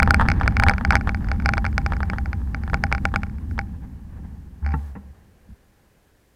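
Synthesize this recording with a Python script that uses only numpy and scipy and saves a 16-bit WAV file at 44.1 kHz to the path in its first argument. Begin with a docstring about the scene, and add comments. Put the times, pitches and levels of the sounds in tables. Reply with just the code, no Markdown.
"""On a street of paving blocks, a bicycle carrying a camera rolls along, slows and stops at a crossing.
The camera rattles in its plastic mount: sharp clacks one way, dull knocks the other, built from fading tones.
Road, wind, tyres and traffic are shaped noise; the road and tyre noise dies down with the ride.
At the stop the frame shudders with a low wavering tone and clunks, a soft thud follows, and faint traffic remains."""
import sys
import numpy as np
from scipy import signal
from scipy.fft import rfft, irfft, next_fast_len
from scipy.io import wavfile
from scipy.ndimage import uniform_filter1d

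SR = 44100
rng = np.random.default_rng(int(sys.argv[2]) if len(sys.argv) > 2 else 0)


def int16_out(signal):
    """Quantize to a 16-bit WAV file."""
    q = np.round(np.clip(np.atleast_2d(signal).T, -1, 1) * 32767)
    wavfile.write(sys.argv[1], SR, q.astype(np.int16))


N = 280211
TIME = np.arange(N) / SR  # seconds

# Levels in the tables are relative: the functions below add their own trims.

# distant traffic, its balance of low and high: (frequency [Hz], level [dB])
TRAFFIC_COLOUR = [(12, -42.5), (20, 5.5), (173, -3), (401, -7), (484, -6.5), (871, -16.5), (1030, -13),
                  (1120, -19.5), (1630, -14.5), (2760, -24), (3000, -25.5), (3900, -58), (6600, -120)]
# fine hiss: (frequency [Hz], level [dB])
HISS_COLOUR = [(1500, -4.5), (3000, 2), (5000, 0.5), (8000, -1), (12000, -2), (15000, -3), (16400, -12)]
# rumble of the shaken mount: (frequency [Hz], level [dB])
RUMBLE_COLOUR = [(8.8, -45.5), (15, -9), (27, -11), (42, -6.5), (56, 0), (72, 1.5), (92, -3.5),
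                 (125, -11.5), (154, -13), (201, -9.5), (255, -16.5), (314, -25.5), (375, -32), (442, -47),
                 (520, -39), (680, -72), (1140, -120)]
# rolling tyres: (frequency [Hz], level [dB])
TYRE_COLOUR = [(240, -26.5), (400, -2.5), (543, -11), (713, -10), (808, 0.5), (874, -7.5), (1130, -9),
               (1270, -13.5), (1390, -15), (1740, -9.5), (2040, -20), (2480, -25), (3250, -32), (6000, -44),
               (7800, -65.5), (13200, -120)]
# buzz of the mount while the frame shudders: (frequency [Hz], level [dB])
BUZZ_COLOUR = [(700, -31.5), (770, -19), (793, 4), (820, -18), (950, -14), (1300, -25.5), (1800, -23),
               (2600, -42)]

# the ride dies down as the bicycle slows: (time [s], road and wind rumble [dB], tyre noise [dB])
RIDE = [(0, -20.5, -47), (.42, -18, -40.5), (.8, -23.5, -46.5), (1.35, -21.5, -47), (2.25, -24, -50.5),
        (2.55, -25.5, -53), (3.4, -28.5, -56.5), (3.7, -30, -57), (4.05, -36.5, -62), (4.22, -32.5, -56.5),
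        (4.52, -39.5, -64), (5.15, -49, -62.5), (5.35, -54.5, -71.5), (5.85, -67, -74.5),
        (6.35, -71, -76.5)]
# soft lurches as the bicycle creeps and settles: (time [s], level [dB])
LURCHES = [(3.52, -25), (4.78, -35), (4.98, -42), (5.09, -41), (5.51, -40), (5.69, -56)]
# brake pads rubbing, a single row: (start [s], end [s], fade [s])
BRAKE_RUB = (4.68, 4.96, 0.077)
# jolts of the frame as the bicycle comes to rest: (time [s], level [dB], extra treble [dB])
JOLTS = [(4.627, -37.5, -3), (4.7395, -14, 2), (4.7455, -20, -10), (4.7505, -22, -7)]
# dull thuds, perhaps a pedal stroke and the rider's foot coming down: (time [s], level [dB], extra treble [dB])
THUDS = [(4.188, -40, -5), (4.953, -28.5, 3), (4.9612, -24.5, -8), (4.968, -32, -2)]
# camera striking the hard side of its mount: (time [s], level [dB], extra treble [dB])
CLACKS = [(0.001, -5, 3), (0.0301, -5, 7.5), (0.1075, -2, 3.5), (0.1442, -3.5, 6), (0.2865, -6.5, 3),
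          (0.3014, -12, 2.5), (0.3172, -8, 0), (0.4, -23, -3), (0.4339, -18, -9), (0.478, -5, 0.5),
          (0.5685, -8, -0.5), (0.5989, -5, 2), (0.6363, -4.5, 5.5), (0.6849, -1.5, -1.5),
          (0.6962, -4.5, 1.5), (0.7367, -15, -5), (0.7819, -17, -1), (0.8499, -6.5, 1), (0.9068, -0.5, -5),
          (0.9236, -10, -11), (0.9546, -1, -2.5), (0.9668, -13, -10), (1.011, -21, -7), (1.093, -12, -2.5),
          (1.1466, -15.5, -3), (1.2868, -22.5, 0), (1.3161, -12.5, -2), (1.4004, -22, -14),
          (1.4597, -8, 1.5), (1.4906, -5.5, 1.5), (1.5366, -8, -1), (1.5798, -9.5, -1.5),
          (1.6519, -12.5, -4), (1.6648, -13.5, -1), (1.7801, -6, 3.5), (1.8631, -9.5, -2),
          (1.9353, -17.5, -11), (1.9671, -26, -1), (2.031, -14.5, -13), (2.0999, -13.5, -1),
          (2.1844, -15.5, 0.5), (2.2587, -23.5, -5), (2.331, -17.5, -3), (2.5464, -15, -11),
          (2.6362, -26, -6), (2.6993, -24.5, -2), (2.7432, -8, 0), (2.8385, -7, 1.5), (2.926, -5.5, 0.5),
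          (2.9499, -15.5, -1), (2.981, -21.5, -11), (3.0538, -4, 0), (3.1601, -7.5, 1.5), (3.2337, -15, -6),
          (3.5118, -34, -9), (3.5909, -11, -1), (4.6639, -18.5, -5), (4.7218, -30, -6)]
# camera falling back on the soft side: (time [s], level [dB], extra treble [dB])
KNOCKS = [(0.0234, -9, -2), (0.0757, -6.5, -10), (0.0857, -24.5, -11), (0.1387, -15, -8),
          (0.1973, -5.5, -16), (0.2086, -13, -6), (0.2124, -6, -5), (0.2235, -11, -12), (0.2351, -26, -5),
          (0.254, -19, -10), (0.2609, -19, -12), (0.4121, -9.5, -16), (0.4609, -17, -4), (0.624, -12, -4),
          (0.6657, -9, -9), (0.676, -14, 0), (0.711, -11.5, -7), (0.811, -18, -4), (0.9311, -11, -3),
          (0.9435, -12, -11), (1.0738, -13.5, -1), (1.0822, -21, -1), (1.572, -18.5, 6.5),
          (1.6443, -15.5, -10), (1.922, -13, -1), (2.005, -17.5, 0), (2.1341, -16.5, -2.5),
          (2.678, -23.5, 3), (2.7335, -11.5, -14), (2.9168, -15.5, -4), (3.1404, -13, -2),
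          (3.5798, -20.5, -8)]

# tones of the frame: (frequency [Hz], level [dB], time to fade by 60 dB [s])
FRAME_MODES = [(145.5, -1.5, 0.16), (256.7, -1.5, 0.092), (463, -15, 0.067), (781, -18, 0.12),
               (877, -4.5, 0.089), (1119, -8.5, 0.13), (1350, -1.5, 0.032), (1560, -2, 0.016),
               (1710, -6, .04), (1895, -12, 0.051), (2700, -20, 0.023)]
# tones of the thud: (frequency [Hz], level [dB], time to fade by 60 dB [s])
THUD_MODES = [(200.6, 0.5, 0.158), (293, -2.5, 0.043), (450, -5.5, 0.0325), (800, -20.5, 0.14),
              (930, -14.5, 0.055), (1090, -14.5, 0.033), (1350, -17, 0.092), (1870, -8.5, 0.0091),
              (2770, -30, .02)]
# tones of the hard side: (frequency [Hz], level [dB], time to fade by 60 dB [s])
CLACK_MODES = [(485, -56, 0.097), (652, -22, 0.048), (797.2, -14.5, 0.097), (970, -1, 0.0053),
               (1032, -9, 0.015), (1437, 0.5, 0.013), (1850, 4, 0.0039), (2266, -2, 0.012),
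               (2870, -23.5, 0.0056), (3330, -28, 0.01), (4446, -15.5, 0.0062), (5032, -12.5, 0.0056),
               (6180, -17, 0.00472), (6373, -18.5, 0.005), (8930, -29.5, 0.0038), (10450, -41, 0.0031)]
# tones of the soft side: (frequency [Hz], level [dB], time to fade by 60 dB [s])
KNOCK_MODES = [(501, -15, 0.035), (674.5, -14.5, 0.039), (784, -15, 0.079), (906, -6, 0.034),
               (1270, 1.5, 0.0092), (1699, -3.5, 0.015), (1904, -12.5, 0.02), (2580, -13.5, 0.0036),
               (3320, -14, 0.0056), (4700, -16.5, 0.002), (8660, -19.5, 0.0012)]

TRAFFIC_DB = -58.5
BUMP_S, LURCH_S = 0.12, 0.098  # length of the shake around each blow, and of each lurch
GRIP_S, CLUNK_S = 4.62, 4.738  # the brake grips, then the frame clunks and swings freely
SHUDDER_HZ, SHUDDER_RISE_S = 71.7, .024  # centre pitch of the shudder, and how fast it builds
FREE_DROP_DB, FREE_DB_PER_S = -1, 78  # quick drop at the clunk, then the steady fade
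EDGE_HZ = 16400  # upper band limit


def gain_of(db):
    """Turns decibels into a multiplier for the wave."""
    return 10 ** (np.asarray(db) / 20)


def evened(x):
    """Scales a sound to an average strength (rms) of 1."""
    return x / np.sqrt(np.mean(x ** 2) + 1e-20)


def add(mix, s, sound):
    """Adds a sound into the mix at time s, cutting off whatever runs past the end."""
    part = mix[max(round(s * SR), 0):][:len(sound)]
    part += sound[:len(part)]


def ramp(start_s, rise_s):
    """Rises from 0 to 1, then holds."""
    return np.clip((TIME - start_s) / rise_s, 0, 1)


def noise(colour):
    """Noise of rms 1, with each frequency made as strong as the table says."""
    hz, db = np.transpose(colour)
    size = next_fast_len(N)
    log_hz = np.log(np.fft.rfftfreq(size, 1 / SR) + 1)
    shape_db = np.interp(log_hz, np.log(hz + 1), db, left=-100, right=-100)
    spectrum = rfft(rng.standard_normal(size)) * gain_of(shape_db)
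    return evened(irfft(spectrum, size)[:N])


def drift(per_s):
    """A random wander of rms 1: straight lines between chance values, per_s of them a second."""
    knots = np.arange(0, TIME[-1] + 1, 1 / per_s)
    return evened(np.interp(TIME, knots, rng.standard_normal(len(knots))))


def ring(modes, size=16384):
    """A body's answer to one blow: fading tones, with the energy packed at the start; peak 1."""
    t = np.arange(size) / SR
    wave = np.zeros(size)
    for k, (hz, db, t60) in enumerate(modes):
        wave += (-1) ** k * gain_of(db - 60 * t / t60) * np.sin(2 * np.pi * hz * t)
    # keep the strength of each frequency, but choose the timing that starts soonest (minimum phase)
    log_gain = np.log(abs(np.fft.fft(wave)) + 1e-5)
    wave = np.fft.ifft(np.exp(np.conj(signal.hilbert(log_gain)))).real
    return wave / abs(wave).max()


def strike(rows, modes, treble_hz, chatter, chatter_s, detune=0.064, scatter_db=1.5):
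    """Blows on a body: tones vary a little from blow to blow, and a short random chatter roughens each."""
    out = np.zeros(N)
    hz, mode_db, t60 = np.transpose(modes)
    high = signal.butter(1, treble_hz, "high", fs=SR, output="sos")
    t = np.arange(SR // 50) / SR
    all_luck = rng.standard_normal((len(rows), 3, len(t)))
    for (s, db, treble_db), luck in zip(rows, all_luck):
        shift, weight = luck[:2, :len(modes)]
        varied_hz = hz + detune * shift / t60  # quickly fading tones vary more
        body = ring(np.transpose([varied_hz, mode_db + scatter_db * weight, t60]), size=8192)
        bright = body + (gain_of(treble_db) - 1) * signal.sosfilt(high, body)
        contact = (t == 0) + chatter * luck[2] * np.exp(-t / chatter_s)
        add(out, s, gain_of(db) * signal.fftconvolve(bright, contact))
    return out


def swells(rows, width_s):
    """A smooth swell around each event; where they overlap their powers add."""
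    power = np.zeros(N)
    arch = np.hanning(int(width_s * SR) + 3)
    for s, db, *_ in rows:
        add(power, s - width_s / 2, gain_of(db) ** 2 * arch)
    return np.sqrt(power)


def motion(bump_shake_db=-18.0, bump_tyre_db=-46):
    """Strength of shake and tyre noise: both follow the ride and swell around each blow; lurches only shake."""
    s, shake_db, tyre_db = np.transpose(RIDE)
    bumps = swells(CLACKS + KNOCKS, BUMP_S)
    lurches = swells(LURCHES, LURCH_S)
    jolting = np.hypot(gain_of(bump_shake_db) * bumps, lurches)
    shake = np.hypot(gain_of(np.interp(TIME, s, shake_db)), jolting)
    roll = np.hypot(gain_of(np.interp(TIME, s, tyre_db)), gain_of(bump_tyre_db) * bumps)
    return shake, roll


def traffic(traffic_db=-1, swell_db=1):
    """Distant road noise: shaped noise whose level wanders gently."""
    return noise(TRAFFIC_COLOUR) * gain_of(TRAFFIC_DB + traffic_db + swell_db * drift(per_s=8.2))


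def hiss(shake, still_db=-70.5, moving_db=-66.0, full_shake_db=-23.5):
    """A fine hiss that grows with the shaking, up to a limit."""
    moving = np.minimum(shake / gain_of(full_shake_db), 1)
    return noise(HISS_COLOUR) * np.hypot(gain_of(still_db), gain_of(moving_db) * moving)


def rumble(shake, rumble_db=-1, steadiness=.7):
    """Paving joints and wind keep the mount swaying: mostly low noise that follows the shake."""
    sway = noise(RUMBLE_COLOUR)
    swell = np.sqrt(uniform_filter1d(sway ** 2, SR // 12) + 1e-9)
    steadier = evened(sway / swell ** steadiness)  # its own random surges are partly evened out
    return gain_of(rumble_db) * shake * steadier


def tyres(roll, tyre_db=0, lumpy_db=2.5):
    """Rolling noise made uneven by quick random changes of level."""
    return noise(TYRE_COLOUR) * roll * gain_of(tyre_db + lumpy_db * drift(per_s=40))


def brake(rub_db=-55, rub_hiss_db=-65):
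    """The pads rub on the wheel for its last part of a turn: tyre-coloured noise and hiss."""
    start, end, fade = BRAKE_RUB
    squeeze = ramp(start, fade) * (1 - ramp(end - fade, fade))
    return squeeze * (gain_of(rub_db) * noise(TYRE_COLOUR) + gain_of(rub_hiss_db) * noise(HISS_COLOUR))


def shudder(shudder_db=-18.0, overtone_db=-22, waver=0.0229, buzz_db=-47):
    """The braked frame swings at a low pitch and sets the mount buzzing; after the clunk it dies away."""
    phase = 2 * np.pi * np.cumsum(SHUDDER_HZ * (1 + waver * drift(per_s=31))) / SR
    overtones = np.sin(2 * phase) + np.sin(3 * phase)
    swing = np.sin(phase) + gain_of(overtone_db) * overtones
    free_db = FREE_DROP_DB * ramp(CLUNK_S, SHUDDER_RISE_S) - FREE_DB_PER_S * np.maximum(TIME - CLUNK_S, 0)
    strength = ramp(GRIP_S, SHUDDER_RISE_S) * gain_of(free_db)
    buzz = strength ** 2 * noise(BUZZ_COLOUR)
    return gain_of(shudder_db) * strength * swing + gain_of(buzz_db) * buzz


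def shudder_ticks(first_s=4.649, jitter_s=.0012, tick_db=-31, scatter_db=3, treble_db=-3):
    """Until the clunk, the camera taps its mount at about the shudder's pace."""
    rows = []
    for s in np.arange(first_s, CLUNK_S, 1 / SHUDDER_HZ):
        when = s + jitter_s * rng.standard_normal()
        level_db = tick_db + scatter_db * rng.standard_normal()
        rows.append((when, level_db, treble_db))
    return -strike(rows, CLACK_MODES, treble_hz=4000, chatter=.04, chatter_s=.0014)


def stop(jolt_db=-1, thud_db=-1):
    """The bicycle shudders, clunks and settles: blows ring the frame and the duller thud."""
    clunk = strike(JOLTS, FRAME_MODES, treble_hz=980, chatter=0.089, chatter_s=0.0036, scatter_db=.5)
    thud = strike(THUDS, THUD_MODES, treble_hz=788, chatter=0.1, chatter_s=0.01, scatter_db=0.0)
    return shudder() + shudder_ticks() - gain_of(jolt_db) * clunk + gain_of(thud_db) * thud


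def ticking(shake, per_s=75, tick_db=-23, spread_db=7, most_db=15, full_shake_db=-19, steepness=1.4):
    """Tiny contacts in the mount: more shake makes them stronger and, up to per_s, more frequent."""
    chance = per_s / SR * np.minimum(shake / gain_of(full_shake_db), 1) ** steepness
    hits = rng.random(N) < chance
    extra_db = np.minimum(spread_db * rng.exponential(1, N), most_db)
    blows = hits * shake * gain_of(tick_db + extra_db)
    hard = rng.random(N) < .5  # about half land on each side
    hard_ticks = signal.oaconvolve(blows * hard, ring(CLACK_MODES))
    soft_ticks = signal.oaconvolve(blows * ~hard, ring(KNOCK_MODES))
    return (hard_ticks + soft_ticks)[:N]


def pressure(rows, width_s):
    """The smooth rise and fall of force around each contact."""
    out = np.zeros(N)
    bump = signal.windows.hann(int(width_s * SR) + 3)
    for s, db, _ in rows:
        add(out, s + .001 - width_s / 2, gain_of(db) * bump)
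    return out


def scrape(rows, grains_per_s, fade_s):
    """After each contact the case slips a little: a short, dying train of tiny catches."""
    blows = np.zeros(N)
    for s, db, _ in rows:
        add(blows, s + 0.0025, gain_of([db]))
    grip = signal.lfilter([1], [1, -np.exp(-1 / (fade_s * SR))], blows)
    return grip * rng.standard_normal(N) * (rng.random(N) < grains_per_s / SR)


def rebounds(earliest_s=0.01, latest_s=.04, drop_db=-27, scatter_db=3):
    """After each clack the camera bounces back once, faintly."""
    blows = np.zeros(N)
    chances = rng.random(len(CLACKS))
    lucks = rng.standard_normal(len(CLACKS))
    for (s, db, _), chance, luck in zip(CLACKS, chances, lucks):
        delay_s = earliest_s + (latest_s - earliest_s) * chance
        add(blows, s + delay_s, gain_of([db + drop_db + scatter_db * luck]))
    return -signal.oaconvolve(blows, ring(CLACK_MODES))[:N]


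def knocks(knock_db=2, push_db=-7, slip_db=-11):
    """The camera falls back on the soft side, with a low push, and scrapes briefly along it."""
    knock = strike(KNOCKS, KNOCK_MODES, treble_hz=3000, chatter=.035, chatter_s=.002)
    catches = scrape(KNOCKS, grains_per_s=450, fade_s=.009)
    slip = signal.oaconvolve(catches, ring(KNOCK_MODES))[:N]
    push = pressure(KNOCKS, width_s=0.013)
    return gain_of(knock_db) * knock + gain_of(slip_db) * slip + gain_of(push_db) * push


def clacks(clack_db=2.5, push_db=-14):
    """The camera snaps against the hard side of its mount, with a low push behind each blow."""
    snap = strike(CLACKS, CLACK_MODES, treble_hz=4000, chatter=.04, chatter_s=.0014)
    return -gain_of(clack_db) * snap - gain_of(push_db) * pressure(CLACKS, width_s=0.01)


def rattle():
    """The camera hits the two sides of its mount; opposite signs stand for opposite directions."""
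    return clacks() + knocks() + rebounds()


def scene():
    """Adds every sound together into one channel."""
    shake, roll = motion()
    riding = rattle() + ticking(shake) + rumble(shake) + tyres(roll) + hiss(shake)
    return (riding + traffic() + brake() + stop())[None]


def record(dry, ceiling=0.72):
    """The microphone passes no steady pressure, overloads on the hardest clacks, and cuts the very top."""
    passed = signal.sosfilt(signal.butter(1, 8, "high", fs=SR, output="sos"), dry)
    clipped = passed / (1 + (passed / ceiling) ** 12) ** (1 / 12)  # peaks bend smoothly below the ceiling
    band_limit = signal.firwin(511, EDGE_HZ, window=("kaiser", 9), fs=SR)
    return signal.oaconvolve(clipped, band_limit[None], "same")


dry = scene()
out = record(dry)
int16_out(out)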